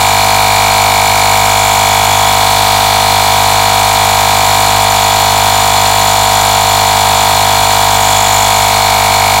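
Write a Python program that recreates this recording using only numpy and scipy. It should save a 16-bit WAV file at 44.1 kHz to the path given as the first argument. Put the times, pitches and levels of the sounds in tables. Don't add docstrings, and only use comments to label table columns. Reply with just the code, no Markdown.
import sys
import numpy as np
from scipy import signal
from scipy.fft import rfft, irfft, next_fast_len
from scipy.io import wavfile
from scipy.ndimage import map_coordinates

SR = 44100
rng = np.random.default_rng(int(sys.argv[2]) if len(sys.argv) > 2 else 0)


def generate_wav(signal):
    frames = np.transpose(np.atleast_2d(signal))
    scaled = np.clip(frames, -1, 1) * 32767
    pcm = np.round(scaled).astype(np.int16)
    wavfile.write(sys.argv[1], SR, pcm)


N = 414540

# (time [s], speed [turns/s])
CRANK_SPEED = [(0, 50.522), (2.7, 50.437), (4, 50.495), (6.6, 50.246), (9.4, 50.188)]
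# (position [turns], gear load [dB], jolt to casing [dB],
# valve flow [dB], air leak [dB])
CRANK_CYCLE = [(.02, 5.5, 15, -5.5, 1), (.14, 13, 0.5, 3.5, 1), (.28, 14.5, 14.5, -6, 5),
               (.42, 11.5, -5, -19.5, -1), (.56, 0.5, 2, -17, 1), (.68, 7.5, 0, -14, 5.5),
               (.81, 12.5, -12, -1.5, 1), (.92, 14.5, -16, -2.5, 4.5)]

# (multiple of the crank rate [1], level [dB])
BODY_HARMONICS = [(1, -4), (2, 2.5), (3, -15.5), (4, -6), (5, -9.5), (6, -25), (7, -20), (8, -30),
                  (9, -5.5), (10, -9.5), (11, -55)]
THUMP_HARMONICS = [(12, -13.5), (13, -0.85), (14, 1), (15, 4), (16, -2), (17, 0.5), (18, -0.9), (19, 2.5)]
DRONE_OUTLINE = [(20, -3), (21, 3), (22, -8.5), (23, -8.5), (26, -3.5), (30, -14), (33, -7.5), (35, -14),
                 (39, -6.5), (42, -16.5), (46, -6.5), (51, -21.5), (57, -11), (62, -17.5)]

# (frequency [Hz], bandwidth [Hz], level [dB])
PISTON_MODES = [(789, 235, 0), (934, 250, 1), (1146, 133, -7.5)]
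CASING_MODES = [(3350, 240, -1.5), (3517, 180, -3)]
GEARBOX_MODES = [(3646, 234, -5.5), (3990, 206, -4.5), (4240, 84, 3), (4363, 160, -3.5), (4725, 280, -7)]
SQUEAK_MODES = [(6530, 290, -7), (6820, 370, 2.5), (7610, 230, 0)]

# (frequency [Hz], level [dB])
RATTLE_SPECTRUM = [(1000, -19), (1200, 5), (1650, 3.5), (1780, -0.5), (1950, 2.5), (2150, -1), (2500, 1),
                   (2850, -2.5), (3100, -6), (4600, -9.5), (5100, -17), (6300, -5.5), (8500, -38)]
HISS_SPECTRUM = [(2500, -2), (5000, -0.5), (6500, 3), (7500, 0.5), (7900, 3), (8250, 2.5), (8800, 0),
                 (9900, 0), (10200, 3.5), (10600, -5.5), (12100, -1), (12800, 0), (13800, -5.5),
                 (15700, -4.5)]
RUMBLE_SPECTRUM = [(15, -10), (50, 5), (105, 12), (150, -3), (400, -21), (600, 8), (1000, 3), (2000, -37)]

# (time [s], frequency [Hz])
FLAP_NOTE = [(0, 2345), (1.2, 2290), (3, 2320), (7.8, 2400), (8.6, 2270), (9.4, 2280)]
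# (time [s], level [dB])
FLAP_CURVE = [(0, -20.5), (.4, -18.5), (1.2, -18), (2.5, -23.5), (4.6, -22.5), (5.2, -25.5), (7.7, -26),
              (8.7, -21.5), (9.4, -20)]
# (time [s], level [dB])
WHISTLE_CURVE = [(0, -23), (.45, -26.5), (1.2, -21.5), (1.5, -28.5), (2.8, -34), (4.5, -25.5), (6.2, -22.5),
                 (8.2, -26.5), (9.1, -31)]
# (start [s], end [s], squeak change [dB], casing change [dB], gearbox change [dB])
MICROPHONE_SPOTS = [(.2, 1.354, -5, 0, 0.5), (1.38, 2.42, 3, 3.3, -1.5), (2.4, 3.3, -2, 1, 1.4),
                    (7.95, 8.602, 6.5, 2.5, -1.5)]

DRONE_DB, RATTLE_DB, HISS_DB = -17.5, -21, -17
CASING_DB, GEARBOX_DB, SQUEAK_DB = -21.5, -18, -24
CASING_AGAINST_FLAP = 0.62
WAVER_DB, WAVER_PER_S = 0.07, 2.44
SHIFT_S = 0.3
CUTOFF_HZ = 15850


def from_db(db):
    return 10 ** (np.asarray(db) / 20)


def rms_one(x):
    return x / np.sqrt(np.mean(x ** 2) + 1e-20)


def in_time(rows):
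    times, *columns = np.transpose(rows)
    t = np.arange(N) / SR
    return [np.interp(t, times, column) for column in columns]


def drift(rate):
    knots = rng.standard_normal(4096)
    position = np.arange(N) / SR * rate
    return rms_one(map_coordinates(knots, [position], order=2, mode="grid-wrap"))


def wavering(db):
    return from_db(db + WAVER_DB * drift(WAVER_PER_S))


def coloured(x, spectrum):
    hz, db = np.transpose(spectrum)
    size = next_fast_len(N)
    bins = np.maximum(np.fft.rfftfreq(size, 1 / SR), 1)
    gain = from_db(np.interp(np.log(bins), np.log(hz), db))
    return rms_one(irfft(rfft(x, size) * gain, size)[:N])


def resonate(x, modes):
    out = 0
    for k, (hz, width, db) in enumerate(modes):
        r = np.exp(-np.pi * width / SR)
        poles = [1, -2 * r * np.cos(2 * np.pi * hz / SR), r * r]
        unit_peak = (1 - r * r) / 2
        mode = signal.lfilter([1, 0, -1], poles, x)
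        out = out + (-1) ** k * from_db(db) * unit_peak * mode
    return rms_one(out)


def since(turn, mark):
    return (turn - mark + .5) % 1 - .5


def friction(turn, repeat, grain_db):
    texture, bumps = rng.standard_normal(size=(2, 876))
    place = turn % 1 * len(texture)
    flaws = map_coordinates(texture, [place], order=3, mode="grid-wrap")
    tooth = (place // 12).astype(int)
    teeth = from_db(grain_db * np.clip(bumps, -1.3, 1.3)[tooth])
    repeat = np.clip(repeat, 0, 1)
    fresh = rng.standard_normal(N)
    return teeth * (np.sqrt(repeat) * flaws + np.sqrt(1 - repeat) * fresh)


def stroke(turn, harmonics, mark, spread):
    centre = round(max(harmonics, key=lambda row: row[1])[0])
    out = 0
    for multiple, db in harmonics:
        k = round(multiple)
        dispersion = np.pi * spread * (k - centre) ** 2
        out = out + from_db(db) * np.cos(2 * np.pi * k * (turn - mark) - dispersion)
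    return rms_one(out)


def slap(turn, mark, length, between_db):
    force = np.exp(-(since(turn, mark) / length) ** 2) + from_db(between_db)
    return resonate(force * rng.standard_normal(N), PISTON_MODES)


def flap(turn, speed, mark, length, pitch_hz, fall_hz, rough):
    age = since(turn, mark)
    cycles = (pitch_hz - fall_hz * age / length / 2) * age / speed
    flutter = np.cos(2 * np.pi * cycles + rough * drift(170))
    envelope = np.exp(-np.abs(age / length) ** 3)
    unsteadiness = 1 + min(rough, .3) * drift(260)
    return rms_one(envelope * flutter * unsteadiness)


def piston(turn, speed, flap_db):
    flap_hz, = in_time(FLAP_NOTE)
    shake = from_db(-19.5) * stroke(turn, BODY_HARMONICS, mark=0.617, spread=.25)
    thump = from_db(-10.0) * stroke(turn, THUMP_HARMONICS, mark=.232, spread=0.018)
    knock = from_db(-21.5) * slap(turn, mark=0.58, length=0.25, between_db=-1.0)
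    chirp = flap(turn, speed, mark=.86, length=0.13, pitch_hz=flap_hz, fall_hz=108, rough=0.087)
    return shake + thump + knock + from_db(flap_db) * chirp


def every_multiple(outline):
    multiples, db = np.transpose(outline)
    first, last = round(multiples[0]), round(multiples[-1])
    return [(k, np.interp(k, multiples.round(), db)) for k in range(first, last + 1)]


def gear_train(turn, load, jolt, casing_db, gearbox_db):
    drone = from_db(DRONE_DB) * stroke(turn, every_multiple(DRONE_OUTLINE), mark=.216, spread=-.188)
    rattling = load * friction(turn, repeat=0.26, grain_db=4.5)
    rattle = wavering(RATTLE_DB) * coloured(rattling, RATTLE_SPECTRUM)
    shaking = jolt * friction(turn, repeat=0.8, grain_db=4)
    casing = wavering(casing_db) * resonate(shaking, CASING_MODES)
    meshing = load * friction(turn, repeat=0.71, grain_db=6)
    gearbox = wavering(gearbox_db) * resonate(meshing, GEARBOX_MODES)
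    return drone + rattle + casing + gearbox


def air(turn, speed, flow, leak, squeak_db):
    whistle_db, = in_time(WHISTLE_CURVE)
    tone = flap(turn, speed, mark=.8, length=0.2, pitch_hz=7120, fall_hz=40, rough=0.48)
    whistle = from_db(whistle_db) * tone
    valve_noise = flow * friction(turn, repeat=0.67, grain_db=7.0)
    squeak = wavering(squeak_db) * resonate(valve_noise, SQUEAK_MODES)
    leak_noise = leak * friction(turn, repeat=0.41, grain_db=2.0)
    hiss = from_db(HISS_DB + .5 * drift(50)) * coloured(leak_noise, HISS_SPECTRUM)
    return whistle + squeak + hiss


def background_rumble():
    return from_db(-32.5) * coloured(rng.standard_normal(N), RUMBLE_SPECTRUM)


def microphone_spots():
    t = np.arange(N) / SR
    total = 0
    for start, end, *changes in MICROPHONE_SPOTS:
        presence = np.clip(np.minimum(t - start, end - t) / SHIFT_S + .5, 0, 1)
        total = total + np.outer(changes, presence)
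    return total


def scene():
    speed, = in_time(CRANK_SPEED)
    turn = .374 + np.cumsum(speed) / SR
    turn = turn + 0.00074 * drift(9) + 0.00043 * drift(70)
    share, *efforts = np.transpose(CRANK_CYCLE)
    load, jolt, flow, leak = [from_db(np.interp(turn, share, db, period=1)) for db in efforts]

    flap_db, = in_time(FLAP_CURVE)
    squeak_change, casing_change, gearbox_change = microphone_spots()
    turned_away = CASING_AGAINST_FLAP * (flap_db - flap_db.mean())
    casing_db = CASING_DB + casing_change - turned_away

    machine = piston(turn, speed, flap_db)
    machine = machine + gear_train(turn, load, jolt, casing_db, GEARBOX_DB + gearbox_change)
    machine = machine + air(turn, speed, flow, leak, SQUEAK_DB + squeak_change)
    return (machine + background_rumble())[None]


def record(dry, ceiling=0.81, hardness=4.8):
    rounded = dry / (1 + np.abs(dry / ceiling) ** hardness) ** (1 / hardness)
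    lowpass = signal.firwin(801, CUTOFF_HZ, fs=SR, window="blackman")
    return signal.fftconvolve(rounded, lowpass[None], mode="same")


dry = scene()
out = record(dry)
generate_wav(out)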